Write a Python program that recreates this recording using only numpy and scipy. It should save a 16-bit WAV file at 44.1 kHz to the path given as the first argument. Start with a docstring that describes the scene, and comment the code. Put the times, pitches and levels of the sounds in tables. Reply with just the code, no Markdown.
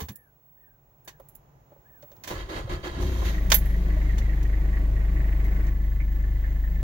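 """Inside the cab of a diesel truck, quiet rumble (shaped noise) and a very high thin tone (one sine) come first.
Clicks and bumps (dying noise and tones), clinking keys (ringing sines) and a bird (gliding sines) join in.
The starter grinds in surges: noise pulsed at the rate of its gear teeth. The engine catches with a boom and a
drone, built from multiples of its firing rate, and noise pulsed by the firings adds rumble and clatter.
The key snaps back with a sharp click, the starter spins down, and the booming idle later softens."""
import sys
import numpy as np
from scipy import signal
from scipy.fft import rfft, irfft, next_fast_len
from scipy.io import wavfile
from scipy.ndimage import map_coordinates

SR = 44100
rng = np.random.default_rng(int(sys.argv[2]) if len(sys.argv) > 2 else 0)


def master_out(mix):
    """Clip the mix to full scale and print it as 16-bit PCM to the path in sys.argv[1]."""
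    frames = np.transpose(np.atleast_2d(mix))
    ceiling = np.clip(frames, -1, 1)
    pcm = np.round(ceiling * 32767).astype(np.int16)
    wavfile.write(sys.argv[1], SR, pcm)


N = 301195
T = np.arange(N) / SR  # time of every sample, s
HZ = np.fft.rfftfreq(N, 1 / SR)


def amp(db):
    """Turns decibels into a plain multiplier."""
    return 10 ** (np.asarray(db) / 20)


def evened(x):
    """Scales a sound to an average strength (rms) of 1."""
    return x / np.sqrt(np.mean(x ** 2) + 1e-20)


def read(points, hz):
    """Reads a table of values by frequency, with straight lines between points on a log axis."""
    f, value = np.transpose(points)
    return np.interp(np.log(hz + 1), np.log(f + 1), value)


def curves(rows):
    """Draws each column of a table as a curve over time; the first column is the time."""
    s, *columns = np.transpose(rows)
    return [np.interp(T, s, column) for column in columns]


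def ramp(start, end):
    """Rises from 0 to 1 between two times."""
    return np.clip((T - start) / max(end - start, 1e-3), 0, 1)


def colour(x, spectrum):
    """Filters a sound by a table of levels by frequency, then evens it to rms 1."""
    size = next_fast_len(len(x))
    gain = amp(read(spectrum, np.fft.rfftfreq(size, 1 / SR)))
    return evened(irfft(rfft(x, size) * gain, size)[:len(x)])


def wander(per_s):
    """Smooth random drift of rms 1, with this many random points a second."""
    points = rng.standard_normal(4096)
    return evened(map_coordinates(points, [T * per_s], order=1, mode="mirror"))


def grit(count, spread_db):
    """Rough noise whose loudness jumps at random every 32 samples."""
    jumps_db = spread_db * np.repeat(rng.standard_normal(count // 32 + 1), 32)[:count]
    return rng.standard_normal(count) * amp(jumps_db)


def ring(x, hz, width):
    """One resonance: it rings at hz, and dies faster the wider it is; rms 1."""
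    pole = np.exp((2j * hz - width) * np.pi / SR)
    return evened(signal.lfilter([1], [1, -pole], x).real)


def body(x, modes):
    """A solid part ringing at several resonances at once, at rms 1."""
    return evened(sum(amp(db) * ring(x, hz, width) for hz, width, db in modes))


def add(mix, s, sound):
    """Mixes a sound in at a time."""
    part = mix[max(round(s * SR), 0):][:len(sound)]
    part += sound[:len(part)]


# tone of the quiet cab: pitch_hz [Hz], relative_level_db [dB]
CAB_TONE = [(15, -32), (28, -5.5), (48, 3.5), (80, -9.5), (138, 3), (190, -13), (280, -14), (480, -14.5),
            (850, -16), (1400, -27), (2000, -31.5), (4800, -42.5), (7000, -34.5), (8400, -57.5),
            (13000, -39), (15500, -37)]
# the quiet cab grows a little louder before the start: time_s [s], level_db [dB, before the trim]
CAB_LEVEL = [(0.75, -65.5), (1.26, -60.5), (1.9, -60.5), (2.2, -56)]


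def cab(trim_db=2):
    """Low outdoor rumble and faint hiss in the cab: steady noise, filtered."""
    noise = colour(rng.standard_normal(N), CAB_TONE)
    return amp(curves(CAB_LEVEL)[0] + trim_db) * noise


# slow level changes of the whistle: time_s [s], level_db [dB, before the trim]
WHISTLE_LEVEL = [(0.05, -53), (0.28, -74), (0.45, -58.5), (1.3, -65), (1.55, -80), (2.0, -53.5),
                 (2.25, -58), (2.45, -87), (3.3, -76), (3.45, -55), (3.75, -68), (5.1, -66.5),
                 (5.35, -55.5), (6.75, -59.5)]
WHISTLE_HZ = 15735  # middle of its slight drift


def whistle(trim_db=-1, unsteady_db=3, changes_per_s=12):
    """A very high thin electronic tone: one sine with slow level changes and small random unsteadiness."""
    db = curves(WHISTLE_LEVEL)[0] + trim_db + unsteady_db * wander(changes_per_s)
    hz = WHISTLE_HZ + 4 * wander(20)
    return np.sqrt(2) * amp(db) * np.sin(2 * np.pi * np.cumsum(hz) / SR)


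# clicks of the lock and the cab's plastic:
# start_s [s], knock_db [dB], snap_db [dB], tick_db [dB], t60_s [s to fall 60 dB]
CLICKS = [(0.002, -38, -42, -42, 0.14), (0.085, -44.5, -42.5, -43.5, 0.086),
          (1.076, -45.5, -41.5, -47, 0.098), (1.198, -50.5, -71, -54.5, 0.057),
          (2.024, -64, -56, -73, 0.053), (2.115, -79, -60.5, -68, 0.069), (2.164, -70, -63, -61, 0.049),
          (2.236, -51, -43, -48, 0.14), (2.273, -43.5, -40.5, -44.5, 0.28), (3.501, -39, -32, -32, 0.07),
          (3.518, -20.5, -9.5, -26, 0.027), (3.521, -24.5, -19, -24, .085), (3.541, -51, -26.5, -18, 0.097),
          (4.181, -51, -42, -50, 0.09), (4.428, -65, -48, -50.5, .05), (5.441, -73, -58, -54, 0.13),
          (5.666, -69, -53, -60, 0.084)]
# tones of a click's three parts, low to high: pitch_hz [Hz], relative_level_db [dB]
KNOCK_TONE = [(60, -27), (200, -7.5), (480, -6), (800, -5), (1100, -2.5), (1500, -24.5), (4000, -31)]
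SNAP_TONE = [(400, -12), (1000, -6.5), (1300, -10), (1700, 0.5), (2200, -3), (2650, -4.5), (3400, -2),
             (4600, -8), (6000, -4), (7400, -7.5), (8500, -25.5), (16000, -23)]
TICK_TONE = [(1500, -35), (4000, -23), (6000, -13.5), (7500, -0.5), (8500, -21.5), (10200, 4), (11500, 0),
             (12800, 6), (14600, 0), (15500, 14.5), (16200, -3)]
# resonances of the lock and its plastic shroud: pitch_hz [Hz], width_hz [Hz], relative_level_db [dB]
LOCK = [(623, 60, -2), (1583, 27, 2), (1725, 24, 5.5), (2055, 45, 3.5), (2470, 28, 0.5), (3044, 21, 3.5),
        (3635, 43, 6.5), (4440, 97, 4.5), (4600, 54, -7), (4800, 25, -14), (6060, 74, 7), (6220, 45, -7),
        (7340, 87, -1), (7200, 41, -15)]
# ringing tones of the key blades: pitch_hz [Hz], relative_level_db [dB], t60_s [s to fall 60 dB]
KEY_BLADES = [(7709, -22, .07), (10060, -22, .09), (10370, -23, .15), (12660, -8, .07), (12736, 0, .085),
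              (14265, -8, .09), (15480, -15, .08)]
# the hanging keys strike one another:
# start_s [s], tick_db [dB], blade_ring_db [dB], split_ring_db [dB]
CLINKS = [(0.119, -60, -52, -78), (0.156, -40.5, -61, -60.5), (1.047, -51, -63, -75),
          (1.286, -46.5, -55, -66), (1.351, -43, -58, -80), (3.544, -29.5, -13, -45),
          (3.583, -31, -48, -71), (3.655, -47, -48, -51.5), (3.705, -57, -56, -80), (3.812, -60, -66, -80)]
SHAKEN_KEYS_DB = -21  # ring of the hanging keys against the tick of the click that shakes them
CLINK_T60, CLINK_SNAP_DB = 0.061, -25  # s to fall 60 dB; snap against tick
SPLIT_RING_HZ, SPLIT_RING_T60 = 11290, 0.43


def clicks(rise_s=0.0013, lock_db=-2, crack=0.34, crack_s=0.00085, grain_db=2.0):
    """A click is dying noise plus a ringing lock, and it shakes the keys; a clink rings blades and split ring."""
    out, t = np.zeros(N), np.arange(SR // 2) / SR
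    rise = 1 - np.exp(-t / rise_s)
    snap = 1 + crack * np.exp(-t / crack_s)  # a brief extra crack at the start
    keys = sum(amp(db - 60 * t / t60) * np.sin(2 * np.pi * hz * t) for hz, db, t60 in KEY_BLADES)
    split_ring = amp(-60 * t / SPLIT_RING_T60) * np.sin(2 * np.pi * SPLIT_RING_HZ * t)
    for s, knock_db, snap_db, tick_db, t60 in CLICKS:
        parts = ((knock_db, KNOCK_TONE), (snap_db, SNAP_TONE), (tick_db, TICK_TONE))
        noise = sum(amp(db) * colour(grit(len(t), grain_db), tone) for db, tone in parts)
        lock = amp(snap_db + lock_db) * body(rng.standard_normal(len(t)), LOCK)
        click = (noise + lock) * snap * amp(-60 * t / t60)
        add(out, s, rise * (click + amp(tick_db + SHAKEN_KEYS_DB) * keys))
    for s, tick_db, keys_db, ring_db in CLINKS:
        noise = colour(grit(len(t), grain_db), TICK_TONE)
        noise = noise + amp(CLINK_SNAP_DB) * colour(grit(len(t), grain_db), SNAP_TONE)
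        tick = noise * snap * amp(tick_db - 60 * t / CLINK_T60)
        add(out, s, rise * (tick + amp(keys_db) * keys + amp(ring_db) * split_ring))
    return out


# dull bumps on the cab trim: start_s [s], level_db [dB], pitch_hz [Hz], t60_s [s to fall 60 dB]
BUMPS = [(0.006, -38.5, 440, 0.11), (0.017, -29.5, 76.4, 0.16), (0.02, -35, 189, 0.1),
         (0.094, -30, 116, 0.067), (0.1, -36.5, 205, 0.11), (1.199, -40, 539, 0.063),
         (1.718, -40, 587, 0.044), (1.762, -46, 546, 0.039), (2.027, -42.5, 583, 0.083),
         (2.116, -44, 570, 0.062), (2.64, -27.5, 110, 0.088), (2.674, -29, 538, 0.043),
         (3.964, -33, 617, 0.071)]


def bumps(second_tone_t60=0.026, second_tone=0.97, second_tone_db=-5, puff_db=-4, rise_s=0.005):
    """Soft blows on plastic trim: a tone, a slightly lower one beside it and a dull puff of noise."""
    out, t = np.zeros(N), np.arange(SR // 3) / SR
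    for s, db, hz, t60 in BUMPS:
        main = np.sin(2 * np.pi * hz * t)
        # the second tone dies by its own t60 on top of the bump's
        second = amp(second_tone_db - 60 * t / second_tone_t60) * np.sin(2 * np.pi * hz * second_tone * t)
        band = signal.butter(2, [hz / 2, 1.4 * hz], "band", fs=SR, output="sos")
        puff = evened(signal.sosfilt(band, rng.standard_normal(len(t))))
        shape = amp(db - 60 * t / t60) * (1 - np.exp(-t / rise_s))
        add(out, s, shape * (main + second + amp(puff_db) * puff))
    return out


# bird calls: start_s [s], length_s [s], top_pitch_hz [Hz, before the quaver], level_db [dB, before the flutter]
BIRD_CALLS = [(0.101, .23, 1800, -64), (0.556, 0.22, 1805, -61.5), (1.052, 0.17, 1780, -62),
              (1.843, 0.19, 1810, -61)]
BIRD_ARCH, BIRD_SKEW = 0.22, .62  # each call arches up by this share of its top pitch, early in the call


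def bird(flutter=0.39, quaver=0.032, swell=.7):
    """Faint arched whistles from outside: gliding sines, loudest at the top of the arch."""
    out = np.zeros(N)
    waver = 1 + quaver * wander(300)
    level = 1 + flutter * wander(90)
    for start, length, top_hz, db in BIRD_CALLS:
        arch = np.maximum(np.sin(np.pi * ramp(start, start + length) ** BIRD_SKEW), 0)
        hz = top_hz * (1 - BIRD_ARCH * (1 - arch)) * waver
        out += amp(db) * arch ** swell * level * np.sin(2 * np.pi * np.cumsum(hz) / SR)
    return out


# engine speed as it cranks, flares and falls to idle: time_s [s], speed_per_s [firings per second]
ENGINE_SPEED = [(2.25, 3.0), (2.8, 7.0), (2.9, 15.0), (3.0, 32.0), (3.1, 31.5), (3.24, 26.8), (3.4, 25.21),
                (3.5, 25.03), (3.9, 25.26), (5.25, 25.26), (5.6, 25.1), (6.83, 25.14)]
TOP_CENTRE_S = 3.4635  # a moment at which a cylinder fires


def firings():
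    """Adds up the engine speed into a running count of firings, whole at each top centre."""
    turns = np.cumsum(curves(ENGINE_SPEED)[0]) / SR
    return turns - np.interp(TOP_CENTRE_S, T, turns)


# surges of load on the starter, from the first bite to the first firings:
# start_s [s], length_s [s], thud_db [dB], growl_db [dB], rasp_db [dB], all before the mixing levels in starter()
SURGES = [(2.297, 0.019, -33.5, -32.5, -44.5), (2.34, 0.076, -36, -44.5, -49),
          (2.485, 0.07, -45, -38.5, -47), (2.549, 0.043, -33.5, -36.5, -45.5),
          (2.688, 0.051, -28.5, -36.5, -45), (2.831, 0.045, -35.5, -36.5, -44),
          (2.996, 0.034, -32, -37, -51), (3.207, 0.011, -38, -36.5, -56), (3.241, 0.047, -36, -41, -43.5)]
# a surge rises quickly; the gears fall back fast, the cab's thud more slowly
SURGE_RISE_S, GEARS_FALL_DB_PER_S, THUD_FALL_DB_PER_S = .014, 276, 128
# between surges, while cranking and once the engine pulls the starter along: thud, growl, rasp in dB
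CRANKING_DB, OVERRUN_DB = (-48, -51, -60.5), (-30.5, -43, -50)
OVERRUN_S, OVERRUN_OVER_S, RUN_DOWN_S, RUN_DOWN_DB = 2.85, 0.11, 3.298, -8


def starter_load():
    """Thud, growl and rasp levels in dB: each surge rises, holds and falls back to the steady grind."""
    overrun = ramp(OVERRUN_S, OVERRUN_S + OVERRUN_OVER_S)
    run_down = RUN_DOWN_DB * ramp(RUN_DOWN_S, RUN_DOWN_S + 0.11)
    power = [amp(slow + (fast - slow) * overrun + run_down) ** 2
             for slow, fast in zip(CRANKING_DB, OVERRUN_DB)]
    for start, length, *levels in SURGES:
        rise = ramp(start, start + SURGE_RISE_S)
        since = np.clip(T - start - length, 0, 1)
        thud = rise * amp(-THUD_FALL_DB_PER_S * since)
        gears = rise * amp(-GEARS_FALL_DB_PER_S * since)
        shapes = (thud, gears, gears)
        power = [p + (amp(db) * shape) ** 2 for p, db, shape in zip(power, levels, shapes)]
    return 10 * np.log10(power)


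# tones of the cab's thud, the gears' growl, and their rasp while cranking and then freewheeling:
# pitch_hz [Hz], relative_level_db [dB]
THUD_TONE = [(15, -14), (35, -1), (55, 3.5), (80, -3.5), (120, -9.5), (170, -15), (260, -23), (600, -73.5)]
GROWL_TONE = [(100, -27), (190, -4), (250, -20), (320, 2), (380, 2), (450, -5), (530, -4), (700, -7.5),
              (880, -11.5), (1030, -7.5), (1300, -24), (2200, -50)]
CRANKING_RASP = [(760, -31), (1300, 2.5), (1570, -3.5), (1690, 6.5), (1840, -11), (2000, 0.5), (2420, -8.5),
                 (3210, -4), (3490, -7), (4680, -13.5), (5540, -20.5), (6830, -12), (7920, -41),
                 (13200, -26), (16000, -39)]
FREEWHEEL_RASP = [(760, -33), (1300, -1.5), (1660, -0.5), (2130, 0.5), (2290, -1.5), (2420, -6), (2830, -3),
                  (3920, -2), (4400, -9.5), (5310, -10.5), (6550, -4.5), (8430, -26.5), (11900, -11.5),
                  (15000, -14), (16000, -20)]
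# resonances of the housing, and of the pinion and flywheel: pitch_hz [Hz], width_hz [Hz], relative_level_db [dB]
HOUSING = [(193.6, 9, -8.5), (316.6, 15, -1), (356.5, 6.6, 1), (522.6, 22, -0.5), (666, 14, -11),
           (813, 26, -9.5), (940, 28, -11), (1021, 20, -4.5), (1230, 10, -26), (1670, 37, -14)]
GEARS = [(1930, 18, 0), (2080, 30, -3), (2670, 16.4, -5.5), (3070, 40, -10), (3190, 26, 2), (3846, 55, 1.5),
         (4110, 50, -32), (4270, 30, -2), (4680, 37, -4)]
# the starter engages, the engine catches, and the freed starter takes this long to spin down (s)
STARTER_S, CATCH_S, SPIN_DOWN_S = 2.25, 2.99, 1.64


def starter(turns, levels, teeth=57, thud_db=-1, growl_db=-3.0, housing_db=-3, rasp_db=1, gears_db=-4,
            bite=0.4, kick=0.33):
    """Gear teeth pulse the noise as the pinion grinds, loudest against each compression; then it freewheels."""
    thud, growl, rasp = levels
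    mesh = np.exp(bite * np.cos(2 * np.pi * (teeth * turns + 0.31 * wander(60))))
    free = ramp(CATCH_S, CATCH_S + 0.028)
    kicks = 1 + kick * free * np.cos(2 * np.pi * turns)  # the firings jolt the gears
    growling = amp(growl_db) * colour(mesh * grit(N, 2.6), GROWL_TONE)
    ringing = amp(housing_db) * body(mesh * grit(N, 3.0), HOUSING)
    grind = amp(growl) * kicks * (growling + ringing)
    chatter = mesh * grit(N, 2.0)
    hiss = (1 - free) * colour(chatter, CRANKING_RASP) + free * colour(chatter, FREEWHEEL_RASP)
    scrape = amp(rasp) * (amp(rasp_db) * hiss + amp(gears_db) * body(mesh * grit(N, 5.5), GEARS))
    shake = amp(thud + thud_db) * colour(rng.standard_normal(N), THUD_TONE)
    low = (grind + shake) * (1 - ramp(RUN_DOWN_S, RUN_DOWN_S + .12))
    high = scrape * (1 - ramp(RUN_DOWN_S, RUN_DOWN_S + SPIN_DOWN_S))
    return ramp(STARTER_S, STARTER_S + 0.02) * (low + high)


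def whine(turns, growl, teeth=57, level_db=-8, waver=.4):
    """The gear mesh sings at the tooth rate while the starter is loaded, following its growl."""
    tone = np.cos(2 * np.pi * (teeth * turns + 0.27 * wander(60)))
    fade = ramp(STARTER_S, OVERRUN_S) * (1 - ramp(OVERRUN_S, CATCH_S))
    return amp(growl + level_db) * (1 + waver * wander(50)) * tone * fade


# the drone as the engine catches: firing_multiple [times the firing rate], level_db [dB, before waver and fade]
DRONE = [(6, -37.5), (9, -40.5), (11, -40), (12, -39)]


def catch(turns, start_s=2.96, t60=1.43, waver=0.26):
    """The engine races as it catches: wavering multiples of the firing rate drone and die away."""
    drone = sum(amp(db) * (1 + waver * wander(40)) * np.cos(2 * np.pi * (round(k) * turns + rng.random()))
                for k, db in DRONE)
    fade = amp(-60 * np.maximum(T - start_s, 0) / t60)
    return np.sqrt(2) * drone * ramp(start_s, start_s + 0.026) * fade


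# the fuel is cut back and the idle softens: when, how fast, and by how much in each layer
SETTLE_S, SETTLE_OVER_S = 5.68, 0.058
SETTLE_BOOM_DB, SETTLE_BLOCK_DB, SETTLE_CLATTER_DB = -1.5, -7, -5.5


def settled():
    """Goes from 0 to 1 as the idle softens."""
    return ramp(SETTLE_S, SETTLE_S + SETTLE_OVER_S)


# the boom as the engine catches, sags and takes up its idle:
# time_s [s], level_db [dB, before settling], first_multiple_db [dB against the rest]
BOOM_LEVEL = [(2.96, -37, -11), (3.02, -23.5, -8), (3.08, -24.5, -10), (3.3, -28, -25), (3.36, -26, -4.5),
              (3.48, -22.5, -6.5)]
# parts of the boom; the first row is skipped, as BOOM_LEVEL sets it:
# firing_multiple [times the firing rate], relative_level_db [dB, before upper_db and waver]
BOOM_PARTS = [(1, -5), (2, 0.5), (3, -13), (4, -17.5), (5, -23.5), (6, -21), (7, -22.5), (8, -28),
              (9, -47.5), (10, -35), (11, -35), (12, -32), (13, -44.5), (14, -39)]


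def boom(turns, waver=0.048, upper_waver=.4, upper_db=-2, level_db=0):
    """Low multiples of the firing rate shake the cab in step; upper ones waver in strength."""
    db, first_db = curves(BOOM_LEVEL)
    out = amp(first_db) * np.cos(2 * np.pi * turns)
    for k, part_db in BOOM_PARTS[1:]:
        k = round(k)
        if k <= 3:
            strength = amp(part_db) * (1 + waver * wander(25))
            out += strength * np.cos(2 * np.pi * k * turns)
        else:
            strength = amp(part_db + upper_db) * (1 + upper_waver * wander(14))
            out += strength * np.cos(2 * np.pi * (k * turns + rng.random()))
    level = amp(db + level_db + SETTLE_BOOM_DB * settled())
    return np.sqrt(2) * level * out * ramp(CATCH_S, CATCH_S + .055)


def swells(s, spread_s):
    """A bell-shaped curve of height 1 around a moment."""
    return np.exp(-.5 * ((T - s) / spread_s) ** 2)


# the clatter eases for a few firings: middle_s [s], spread_s [s, one standard deviation], change_db [dB]
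LULLS = [(3.47, 0.044, -4.5), (3.815, 0.058, -6), (4.47, 0.025, -4), (4.898, 0.037, -11)]
# base levels of block rumble and injector clatter, and their slow random swell
BLOCK_DB, CLATTER_DB, SWELL_DB, SWELLS_PER_S = -37, -52, 0.6, 6
# a shot of extra fuel: when, fading time in s, dB on the block, dB on the clatter
FUEL_S, FUEL_FADE_S, FUEL_BLOCK_DB, FUEL_CLATTER_DB = 3.287, 0.046, 6.5, 15


def load():
    """Block and clatter levels in dB: a shot of fuel, a gently swelling idle, then a softer one."""
    fuel = np.exp(-np.maximum(T - FUEL_S, 0) / FUEL_FADE_S)
    swell = SWELL_DB * wander(SWELLS_PER_S)
    lulls = sum(db * swells(s, spread_s) for s, spread_s, db in LULLS)
    block_db = BLOCK_DB + FUEL_BLOCK_DB * fuel + SETTLE_BLOCK_DB * settled() + swell
    clatter_db = CLATTER_DB + FUEL_CLATTER_DB * fuel + SETTLE_CLATTER_DB * settled() + swell + lulls
    return block_db, clatter_db


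# tones of the block rumble, injector clatter and fine fizz above them: pitch_hz [Hz], relative_level_db [dB]
BLOCK_TONE = [(20, -28), (70, 6), (130, 4), (185, 0), (230, -7.5), (320, -3), (450, -10), (620, -12),
              (760, -17.5), (1120, -20.5), (1300, -36.5), (2500, -29), (5000, -66)]
CLATTER_TONE = [(300, -32), (1000, -6), (1400, -3), (1750, 5.5), (2050, 8), (2400, -8), (2800, -7),
                (3500, -28), (4500, -25), (8000, -68)]
FIZZ_TONE = [(1760, -32.5), (3000, -2), (4250, -7.5), (4650, -8), (5260, -16), (6820, -5), (7770, -22),
             (9220, -57), (10000, -29), (11200, -15.5), (12100, -7), (15000, -5), (15400, 0)]
# resonances of the engine cover: pitch_hz [Hz], width_hz [Hz], relative_level_db [dB]
COVER = [(178.1, 7.9, 5.5), (301.8, 12.6, 1.5), (368, 19, -6.5), (610, 8.3, -11), (656, 2.2, -12.5),
         (1128, 8.6, -14), (1483, 6.9, -18)]
# resonances of the clatter:
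# pitch_hz [Hz], width_hz [Hz], first_level_db [relative dB], settled_level_db [relative dB, softened idle]
RATTLE = [(1757, 24, -6, 3.5), (1888, 32, 0.5, -13), (1970, 8.2, -5, -3), (2110, 16, -5.5, -4),
          (2276, 50, -8, -23)]


def combustion(turns, levels, rumble_db=-3, cover_db=-7, clatter_db=-3, rattle_db=-2.0, fizz_db=-57,
               throb=0.19, uneven_db=1.5, sharp=0.6, lag=.01, muffle_hz=2800):
    """Firings pulse noise to thump the block and, with uneven force, rattle the injectors."""
    block_db, knock_db = levels
    stroke = np.floor(turns + .5).astype(int) % 512
    force = amp(uneven_db * rng.standard_normal(512))[stroke]
    burst = evened(force * np.exp(sharp * np.cos(2 * np.pi * (turns - lag))))
    thump = evened(1 + throb * np.cos(4 * np.pi * turns - 2.4))  # two throbs per firing
    rumble = amp(rumble_db) * colour(thump * grit(N, 2.3), BLOCK_TONE)
    block = rumble + amp(cover_db) * body(thump * grit(N, 1.5), COVER)
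    soft = settled()
    taps = signal.lfilter(*signal.butter(2, muffle_hz, fs=SR), burst ** 2 * grit(N, 1.8))
    rattle = evened(sum(amp(first + (last - first) * soft) * ring(taps, hz, width)
                        for hz, width, first, last in RATTLE))
    clatter = amp(clatter_db) * colour(burst * grit(N, 2.8), CLATTER_TONE) + amp(rattle_db) * rattle
    # the fizz follows the clatter's level only slightly
    fizz = amp(fizz_db + 0.14 * (knock_db - knock_db.mean())) * colour(grit(N, 3.6), FIZZ_TONE)
    return (amp(block_db) * block + amp(knock_db) * clatter + fizz) * ramp(FUEL_S, FUEL_S + 0.064)


# firings that knock harder than the rest:
# start_s [s], level_db [dB, before the trim], pitch_hz [Hz, at which the injector rings]
HARD_KNOCKS = [(3.738, -45, 1900), (3.892, -46.5, 1900), (4.012, -46, 2000), (4.09, -41.5, 1920),
               (4.303, -49, 1900), (4.527, -43.5, 1890), (4.727, -42.5, 1920), (5.16, -42.5, 1930),
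               (5.452, -44.5, 1990), (5.997, -43, 2210), (6.24, -50, 1680), (6.438, -45, 1754),
               (6.637, -45.5, 1780)]
KNOCK_RISE_S, KNOCK_T60, KNOCK_BAND_HZ = 0.0055, .11, 244


def knocks(trim_db=4):
    """Hard firings: a narrow band of noise makes a metallic ring that rises quickly and dies away."""
    out, t = np.zeros(N), np.arange(SR // 8) / SR
    for s, db, hz in HARD_KNOCKS:
        edges = [hz - KNOCK_BAND_HZ / 2, hz + KNOCK_BAND_HZ / 2]
        band = signal.butter(2, edges, "band", fs=SR, output="sos")
        ringing = evened(signal.sosfilt(band, rng.standard_normal(len(t))))
        shape = amp(db + trim_db - 60 * t / KNOCK_T60) * (1 - np.exp(-t / KNOCK_RISE_S))
        add(out, s, shape * ringing)
    return out


# how alike the two microphone ports are: pitch_hz [Hz], likeness [0 to 1]
LIKENESS = [(60, 1), (150, 0.9), (350, 0.98), (700, 0.33), (1500, 0.31), (5000, 0.07), (14000, 0.39)]
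# level difference between the ports: pitch_hz [Hz], left_minus_right_db [dB]
TILT = [(60, 1.5), (200, -0.5), (380, -1.5), (1300, -2.5), (2400, -3.5), (5000, -6.5), (8000, -3.5),
        (14000, -13.5)]
# phase difference between the ports: pitch_hz [Hz], left_lead_rad [radians, negative if the right leads]
LEAD = [(0, 0), (450, 0.54), (860, -2.4), (1720, -2.06), (3270, -6), (6000, -9), (16000, -32.5)]


def ports(direct, diffuse):
    """Two ports differ in level and phase by pitch; the cab's reflections make the treble unlike."""
    same = np.clip(read(LIKENESS, HZ), 0, 1)
    tilt = amp(read(TILT, HZ) / 2)
    shared = same * np.exp(-1j * np.interp(HZ, *np.transpose(LEAD)))
    a, b = rfft(direct), rfft(diffuse)
    left = a * tilt
    right = (shared * a + np.sqrt(1 - same ** 2) * b) / tilt
    # keeps the level of the two ports' average steady across pitch
    centre = np.sqrt(tilt ** 2 + tilt ** -2 + 2 * shared.real + 1e-3) / 2
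    return irfft(np.array([left, right]) / centre, N)


def scene():
    """Mixes two random draws of the noisy sounds for width, shares the tones, and adds the whistle."""
    turns, engine_db, starter_db = firings(), load(), starter_load()

    def noises():
        """One random draw of every noisy layer."""
        return (cab() + clicks() + bumps() + starter(turns, starter_db)
                + combustion(turns, engine_db) + knocks())

    direct, diffuse = noises(), noises()
    tones = bird() + whine(turns, starter_db[1]) + catch(turns) + boom(turns)
    return ports(direct + tones, diffuse) + whistle() * amp([[-4], [2]])  # left and right, dB


EDGE_HZ = 16050  # top of the band


def record(dry):
    """Rounds off the sharpest peaks, then cuts everything above the band edge."""
    rounded = dry / (1 + (dry / .8) ** 6) ** (1 / 6)
    low_pass = signal.firwin(511, EDGE_HZ, window=("kaiser", 9), fs=SR)
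    return signal.oaconvolve(rounded, low_pass[None], "same")


dry = scene()
out = record(dry)
master_out(out)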